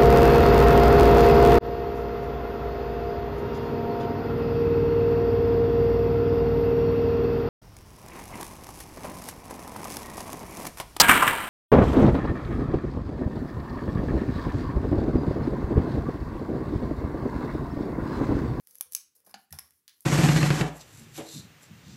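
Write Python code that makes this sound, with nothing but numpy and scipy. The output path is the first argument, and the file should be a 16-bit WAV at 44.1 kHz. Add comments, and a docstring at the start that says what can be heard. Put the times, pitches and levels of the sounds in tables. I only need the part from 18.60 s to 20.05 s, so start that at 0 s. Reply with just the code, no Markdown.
"""Pressing a piece out of a cardboard puzzle sheet.

Fingers rub and bend the sheet over a table in a small room. Fibres and tabs give way in dry snaps,
and the freed piece flips with a hollow tap. The card bumps the table, once with a clear soft thud,
and the piece rattles. The room answers each snap with a short bright tail."""
import sys
import numpy as np
from scipy import signal
from scipy.fft import rfft, irfft
from scipy.io import wavfile
from scipy.ndimage import uniform_filter1d

SR = 44100
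rng = np.random.default_rng(int(sys.argv[2]) if len(sys.argv) > 2 else 0)


def dump(signal):
    """Clip the signal to [-1, 1] and save it as 16-bit WAV at the path in sys.argv[1]."""
    limited = np.clip(np.atleast_2d(signal).T, -1, 1)
    pcm = np.round(limited * 32767).astype(np.int16)
    wavfile.write(sys.argv[1], SR, pcm)


N = 63945
FFT_SIZE = 4096
HZ = np.fft.rfftfreq(FFT_SIZE, 1 / SR)
BODY_SHELF = 1 / (1 + (HZ / 3300) ** 4)  # low range, where a broad area of card radiates


def amp(db):
    return 10 ** (np.asarray(db) / 20)


def unit_rms(x):
    return x / np.sqrt(np.mean(x ** 2) + 1e-20)


def curve(points, hz=HZ):
    """Interpolate (hz, value) points over log frequency."""
    knots_hz, values = np.transpose(points)
    return np.interp(np.log(hz + 1), np.log(knots_hz + 1), values)


def bell(centre_hz, width_octaves):
    return np.exp(-.5 * (np.log2((HZ + 1) / centre_hz) / width_octaves) ** 2)


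def resonances(peaks, cutoff_hz, steepness=3.77):
    """Gain in dB of resonant peaks, bass rolled off."""
    power = sum(amp(db) ** 2 / (1 + abs(2 * (HZ - hz) / width_hz) ** steepness)
                for hz, width_hz, db in peaks)
    return 10 * np.log10(power * HZ ** 8 / (HZ ** 8 + cutoff_hz ** 8) + 1e-6)


def add(mix, start_s, sound):
    part = mix[..., max(round(start_s * SR), 0):][..., :sound.shape[-1]]
    part += sound[..., :part.shape[-1]]


def with_send(sound, room_db):
    """Rows: direct sound, room send."""
    return np.array([sound, amp(room_db) * sound])


def colour(x, gain_db):
    """Minimum-phase filter; gain_db over HZ."""
    log_gain = np.log(amp(np.r_[gain_db, gain_db[-2:0:-1]]))
    taps = np.fft.ifft(np.exp(np.conj(signal.hilbert(log_gain)))).real
    return signal.fftconvolve(x, taps[:FFT_SIZE // 2])


def stroke(noise, length_s, shape_db, rise_share=0.13):
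    """Coloured noise: quick swell, slower release."""
    progress = np.linspace(0, 1, int(length_s * SR))
    envelope = np.minimum(progress / rise_share, 1) * np.sqrt(1 - progress)
    return envelope * unit_rms(colour(noise, shape_db)[FFT_SIZE:FFT_SIZE + len(progress)])


def crack(fade_s, shape_db, rise_s=0.00018):
    """Burst of tearing fibres with the energy of 1 ms at unit level."""
    t = np.arange(FFT_SIZE) / SR
    envelope = (1 - np.exp(-(t / rise_s) ** 2)) * np.exp(-t / fade_s)
    burst = envelope * rng.standard_normal(FFT_SIZE)
    for _ in range(3):  # flatten the spectrum, restore the envelope
        burst = irfft(np.exp(1j * np.angle(rfft(burst))))
        burst *= envelope / np.sqrt(abs(uniform_filter1d(burst ** 2, size=24)) + 1e-12)
    burst = colour(burst, shape_db)
    return burst / np.linalg.norm(burst) * np.sqrt(SR / 1000)


def ring(modes, rise_s):
    """Decaying modes, started by a smooth push."""
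    t = np.arange(SR // 2) / SR
    push = np.sin(np.pi / 2 * np.minimum(t / rise_s, 1)) ** 2
    return push * sum(amp(db - 60 * t / t60_s) * np.sin(2 * np.pi * hz * t) for hz, db, t60_s in modes)


def room_tone(level_db=-80.5):
    """Faint steady rumble and hiss."""
    # background spectrum: freq_hz, gain_db
    spectrum = [(25, 2), (70, 6), (160, 4), (300, 5), (450, 1.5), (600, -14), (1000, -4.5), (2000, -4),
                (6000, -8.5), (8000, -3.5), (11000, -4.5), (15500, 0), (16500, -36)]
    noise = colour(rng.standard_normal(N + FFT_SIZE), curve(spectrum))
    return amp(level_db) * unit_rms(noise[FFT_SIZE:FFT_SIZE + N])


def finger_rubs(slips_per_s=6000, spread_db=2.5):
    """Tiny slips of skin and card edges merge into a rustle."""
    # strokes: start_s, length_s, level_db, body_db, room_db
    rubs = [(0.0, 0.017, -68, 8, -1.5), (0.031, 0.0088, -74, -9, 10.5), (0.057, 0.2, -65.5, 0.5, 4.5),
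            (0.305, 0.12, -60.5, 1.5, 3), (.550, 0.025, -58.5, -2, -10), (0.57, 0.018, -67, 2, 3.5),
            (.663, 0.015, -55, 10, 0), (.692, 0.027, -58, 14, -1.5), (0.773, 0.093, -66.5, -11, -39),
            (0.928, 0.039, -54, 11, 1.5), (1.005, 0.1, -62, 11, -6), (1.129, 0.083, -71.5, -0.5, 0),
            (1.322, 0.096, -71, 4, -2), (1.415, .05, -63.5, 2, -16.5)]
    # friction spectrum: freq_hz, gain_db
    spectrum = [(100, -16.5), (500, -9.5), (1000, -7), (3000, -14), (5500, 2), (8000, -4.5), (11200, 11.5),
                (13500, 3), (15600, 1.5), (16500, -20.5)]
    out, count = np.zeros((2, N)), SR // 3
    for start_s, length_s, level_db, body_db, room_db in rubs:
        slips = rng.standard_normal(count) * amp(spread_db * np.minimum(rng.exponential(1, count), 4))
        slips *= rng.random(count) < slips_per_s / SR
        rustle = stroke(slips, length_s, curve(spectrum) + body_db * BODY_SHELF)
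        add(out, start_s, with_send(amp(level_db) * rustle, room_db))
    return out


def hum():
    """A faint narrow noise band comes and goes."""
    # swells: start_s, length_s, level_db
    swells = [(.065, 0.28, -81.5), (.215, 0.18, -76.5), (.555, 0.094, -79)]
    # hum band: centre_hz, width_hz, gain_db
    band = [(491.4, 49, 4)]
    shape_db = resonances(band, cutoff_hz=300)
    out = np.zeros(N)
    for start_s, length_s, level_db in swells:
        add(out, start_s, amp(level_db) * stroke(rng.standard_normal(SR // 3), length_s, shape_db))
    return out


def fibre_snaps(ripple_db=2.5, ripple_step_hz=450):
    """Fibres break and the nearby card rings briefly; random ripple makes each spot differ."""
    # snaps: start_s, level_db, fade_s, body_db, flex_hz, flex_db, crisp_db, room_db
    snaps = [ (.0720, -43.5, 0.00085, 1.5, 1910, 6.5, 3.5, -8),
             (0.1098, -48.5, .0008, -5, 6030, 7, 0, -6.5), (0.1476, -52.5, 0.0017, -3, 8050, -13, -7, 0.5),
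             (.1546, -39.5, .0008, 3.5, 6200, 10.5, 11.5, -8),
             (0.1842, -42.5, 0.00077, -9, 6040, 20, 19, -15),
             (0.3224, -34.5, 0.00079, -4, 6530, 3, 7.5, -0.5),
             (.3340, -34.5, .0014, -8.5, 5900, 11, 2, -18.5), (0.6027, -59.5, 0.0018, 8, 5540, 7, 8, -0.5),
             (.6480, -60, 0.0017, -13, 6000, 4, 2, 8), (0.7113, -49.5, 0.0014, -2, 5030, 20, 10, -36),
             (0.9068, -50, .0022, 6.5, 1850, 15.5, 9.5, 0.5),
             (0.9255, -32, 0.0029, 11, 5600, 10, 8.5, -6.5),
             (0.9931, -32.5, 0.00053, 16.5, 5500, -9, 20, -8.5),
             (1.1074, -52.5, 0.0012, 6.5, 5500, 2, 6, -2), (1.4066, -44.5, .0008, -4.5, 5430, 1, 8, -3.5)]
    # snapping card spectrum: freq_hz, gain_db
    spectrum = [(100, -27), (500, -12), (900, -18.5), (1900, -6), (2800, -8.5), (5000, -2), (7500, 1.5),
                (10500, 4), (13000, 5.5), (15500, 0.5), (16500, -20.5)]
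    knots_hz = np.arange(0, SR / 2 + ripple_step_hz, ripple_step_hz)
    out = np.zeros((2, N))
    for start_s, level_db, fade_s, body_db, flex_hz, flex_db, crisp_db, room_db in snaps:
        shape_db = curve(spectrum) + body_db * BODY_SHELF
        shape_db += flex_db * bell(flex_hz, 0.1) + crisp_db * bell(11150, 0.12)
        shape_db += ripple_db * np.interp(HZ, knots_hz, rng.standard_normal(len(knots_hz)))
        add(out, start_s, with_send(amp(level_db) * crack(fade_s, shape_db), room_db))
    return out


def sheet_bends():
    """The flexing sheet gives a dull murmur."""
    # bends: start_s, length_s, level_db
    bends = [(.105, 0.011, -86), (0.558, 0.069, -85.5), (0.634, 0.074, -76.5), (0.6694, 0.012, -56.5),
             (0.679, 0.033, -67)]
    # murmur spectrum: freq_hz, gain_db
    spectrum = [(40, -21.5), (80, -9.5), (160, 4), (300, -4), (500, 5), (950, 1), (1500, -8.5), (2200, -28),
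                (8000, -57)]
    out = np.zeros((2, N))
    for start_s, length_s, level_db in bends:
        murmur = stroke(rng.standard_normal(SR // 3), length_s, curve(spectrum))
        add(out, start_s, with_send(amp(level_db) * murmur, room_db=-12.5))
    return out


def card_breaks():
    """Four larger breaks, each ringing its own spot on the sheet."""
    # resonances per spot: centre_hz, width_hz, gain_db
    crease = [(766, 110, -22), (1110, 500, -24), (1700, 450, -28.5), (2375, 300, -23.5), (3450, 880, -23),
              (4540, 390, -19), (6240, 1700, -16), (8660, 360, -11.5), (9560, 320, -10.5), (10700, 700, -1),
              (11940, 610, -4.5), (13500, 1630, -17), (15300, 560, -16.5)]
    tab = [(1080, 170, -22.5), (1650, 330, -25.5), (2660, 670, -14.5), (3870, 170, -13), (4500, 990, -12),
           (5720, 1040, -3), (6390, 600, 1.5), (7820, 370, -2.5), (10000, 2700, -8), (10840, 1000, -3),
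           (12100, 3600, -3.5), (13800, 3000, -11.5)]
    catch = [(753, 100, -3.5), (1090, 210, -7.5), (2020, 630, -7), (3400, 1700, -13), (5420, 710, 2),
             (8350, 3000, -8.5), (11300, 1100, -2.5), (14800, 1700, -16)]
    flick = [(1080, 450, -12), (1920, 500, -4.5), (3300, 980, -1), (4430, 1000, 3), (6180, 1470, 0),
             (8740, 3500, -10), (11070, 1700, -1), (14500, 3200, -7)]
    out = np.zeros((2, N))

    def break_at(spot, start_s, level_db, fade_s, room_db):
        shape_db = resonances(spot, cutoff_hz=715)  # below this, air slips round the card
        add(out, start_s, with_send(amp(level_db) * crack(fade_s, shape_db), room_db))

    break_at(crease, start_s=0.2097, level_db=-20, fade_s=0.00059, room_db=-10)
    break_at(tab, start_s=0.3495, level_db=-17, fade_s=0.0015, room_db=-7)
    break_at(catch, start_s=0.9874, level_db=-30.5, fade_s=0.0018, room_db=-8.5)
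    break_at(flick, start_s=1.279, level_db=-42, fade_s=0.0016, room_db=0.5)
    return out


def table_bumps():
    """The card nudges the table's low modes into a soft thud."""
    # table modes: freq_hz, level_db, t60_s
    modes = [(81.5, -39, 0.21), (127, -43.5, 0.14), (150, -40.5, 0.18), (210, -50.5, 0.133)]
    # contacts: start_s, gain_db
    bumps = [(.245, -29.5), (.742, -28), (0.905, 0), (1.014, -22)]
    thud = ring(modes, rise_s=0.029)
    out = np.zeros((2, N))
    for start_s, gain_db in bumps:
        add(out, start_s, with_send(amp(gain_db) * thud, room_db=-19))
    return out


def freed_piece(flip_s=0.7411, rattle_s=0.933, damped_after_s=0.015):
    """The piece flips free with a tick and a hollow tap that a finger stops; later it rattles once."""
    # tick spectrum: freq_hz, gain_db
    spectrum = [(100, -20), (400, -13.5), (620, 4.5), (780, -8), (1000, -17), (1250, 1), (1700, 5.5),
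                (2100, 3.5), (2700, 2.5), (3600, 0), (4600, 11), (5700, -2.5), (6500, 3.5), (8500, -10),
                (11000, -4), (16000, -23)]
    # piece modes: freq_hz, level_db, t60_s
    modes = [(199, -58.5, 0.13), (752, -43, 0.11), (791.5, -44, 0.23), (1425, -54, 0.13), (1570, -54, 0.12),
             (1760, -50.5, 0.077), (2890, -44.5, 0.013), (4920, -50, 0.014)]
    tick = amp(-35) * crack(fade_s=0.005, shape_db=curve(spectrum))
    free_ring = ring(modes, rise_s=0.0015)
    t = np.arange(len(free_ring)) / SR
    tap = with_send(free_ring / (1 + (t / damped_after_s) ** 10), room_db=-5.5)
    out = np.zeros((2, N))
    add(out, flip_s, with_send(tick, room_db=-8))
    add(out, flip_s, tap)
    add(out, rattle_s, amp(-9.5) * tap)
    return out


def room_reverb(send, build_s=0.0024):
    """Early reflections and a dense tail that dies sooner in the treble."""
    # tail decay: freq_hz, t60_s
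    decay = [(100, 0.35), (500, 0.29), (1500, 0.33), (3500, 0.31), (5600, 0.29), (7500, 0.26),
             (11000, 0.24), (16000, 0.18)]
    # tail spectrum: freq_hz, gain_db
    spectrum = [(100, 15.5), (750, -5), (1100, 3.5), (1900, 0.5), (3000, 2), (4800, -1.5), (5700, -0.5),
                (6500, -4.5), (9000, 0), (10700, -3), (12000, -5.5), (14000, -3.5), (16000, 2)]
    # early reflections: delay_s, gain
    echoes = [(.0034, 0.34), (0.015, 0.11), (0.015, .18), (0.017, 0.18)]
    hz, t, bands = signal.stft(rng.standard_normal(SR // 2), SR, nperseg=256)
    bands *= amp(curve(spectrum, hz)[:, None] - 60 * t / curve(decay, hz)[:, None])
    tail = signal.istft(bands, SR, nperseg=256)[1]
    tail *= 1 - np.exp(-np.arange(len(tail)) / SR / build_s)
    tail /= np.linalg.norm(tail)
    for delay_s, gain in echoes:
        add(tail, delay_s, np.array([gain]))
    return signal.fftconvolve(send, tail)[:N]


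def scene():
    """Card close by, room behind it; mono."""
    card = card_breaks() + fibre_snaps() + freed_piece() + finger_rubs() + sheet_bends()
    direct, send = card + table_bumps()
    return (direct + room_reverb(send) + room_tone() + hum())[None]


def record(dry):
    """Band limit: 58 Hz to 16.4 kHz."""
    low_cut = signal.butter(4, 58, "high", fs=SR, output="sos")
    high_cut = signal.firwin(511, 16400, window=("kaiser", 9), fs=SR)
    return signal.oaconvolve(signal.sosfilt(low_cut, dry), high_cut[None], "same")


dry = scene()
out = record(dry)
dump(out)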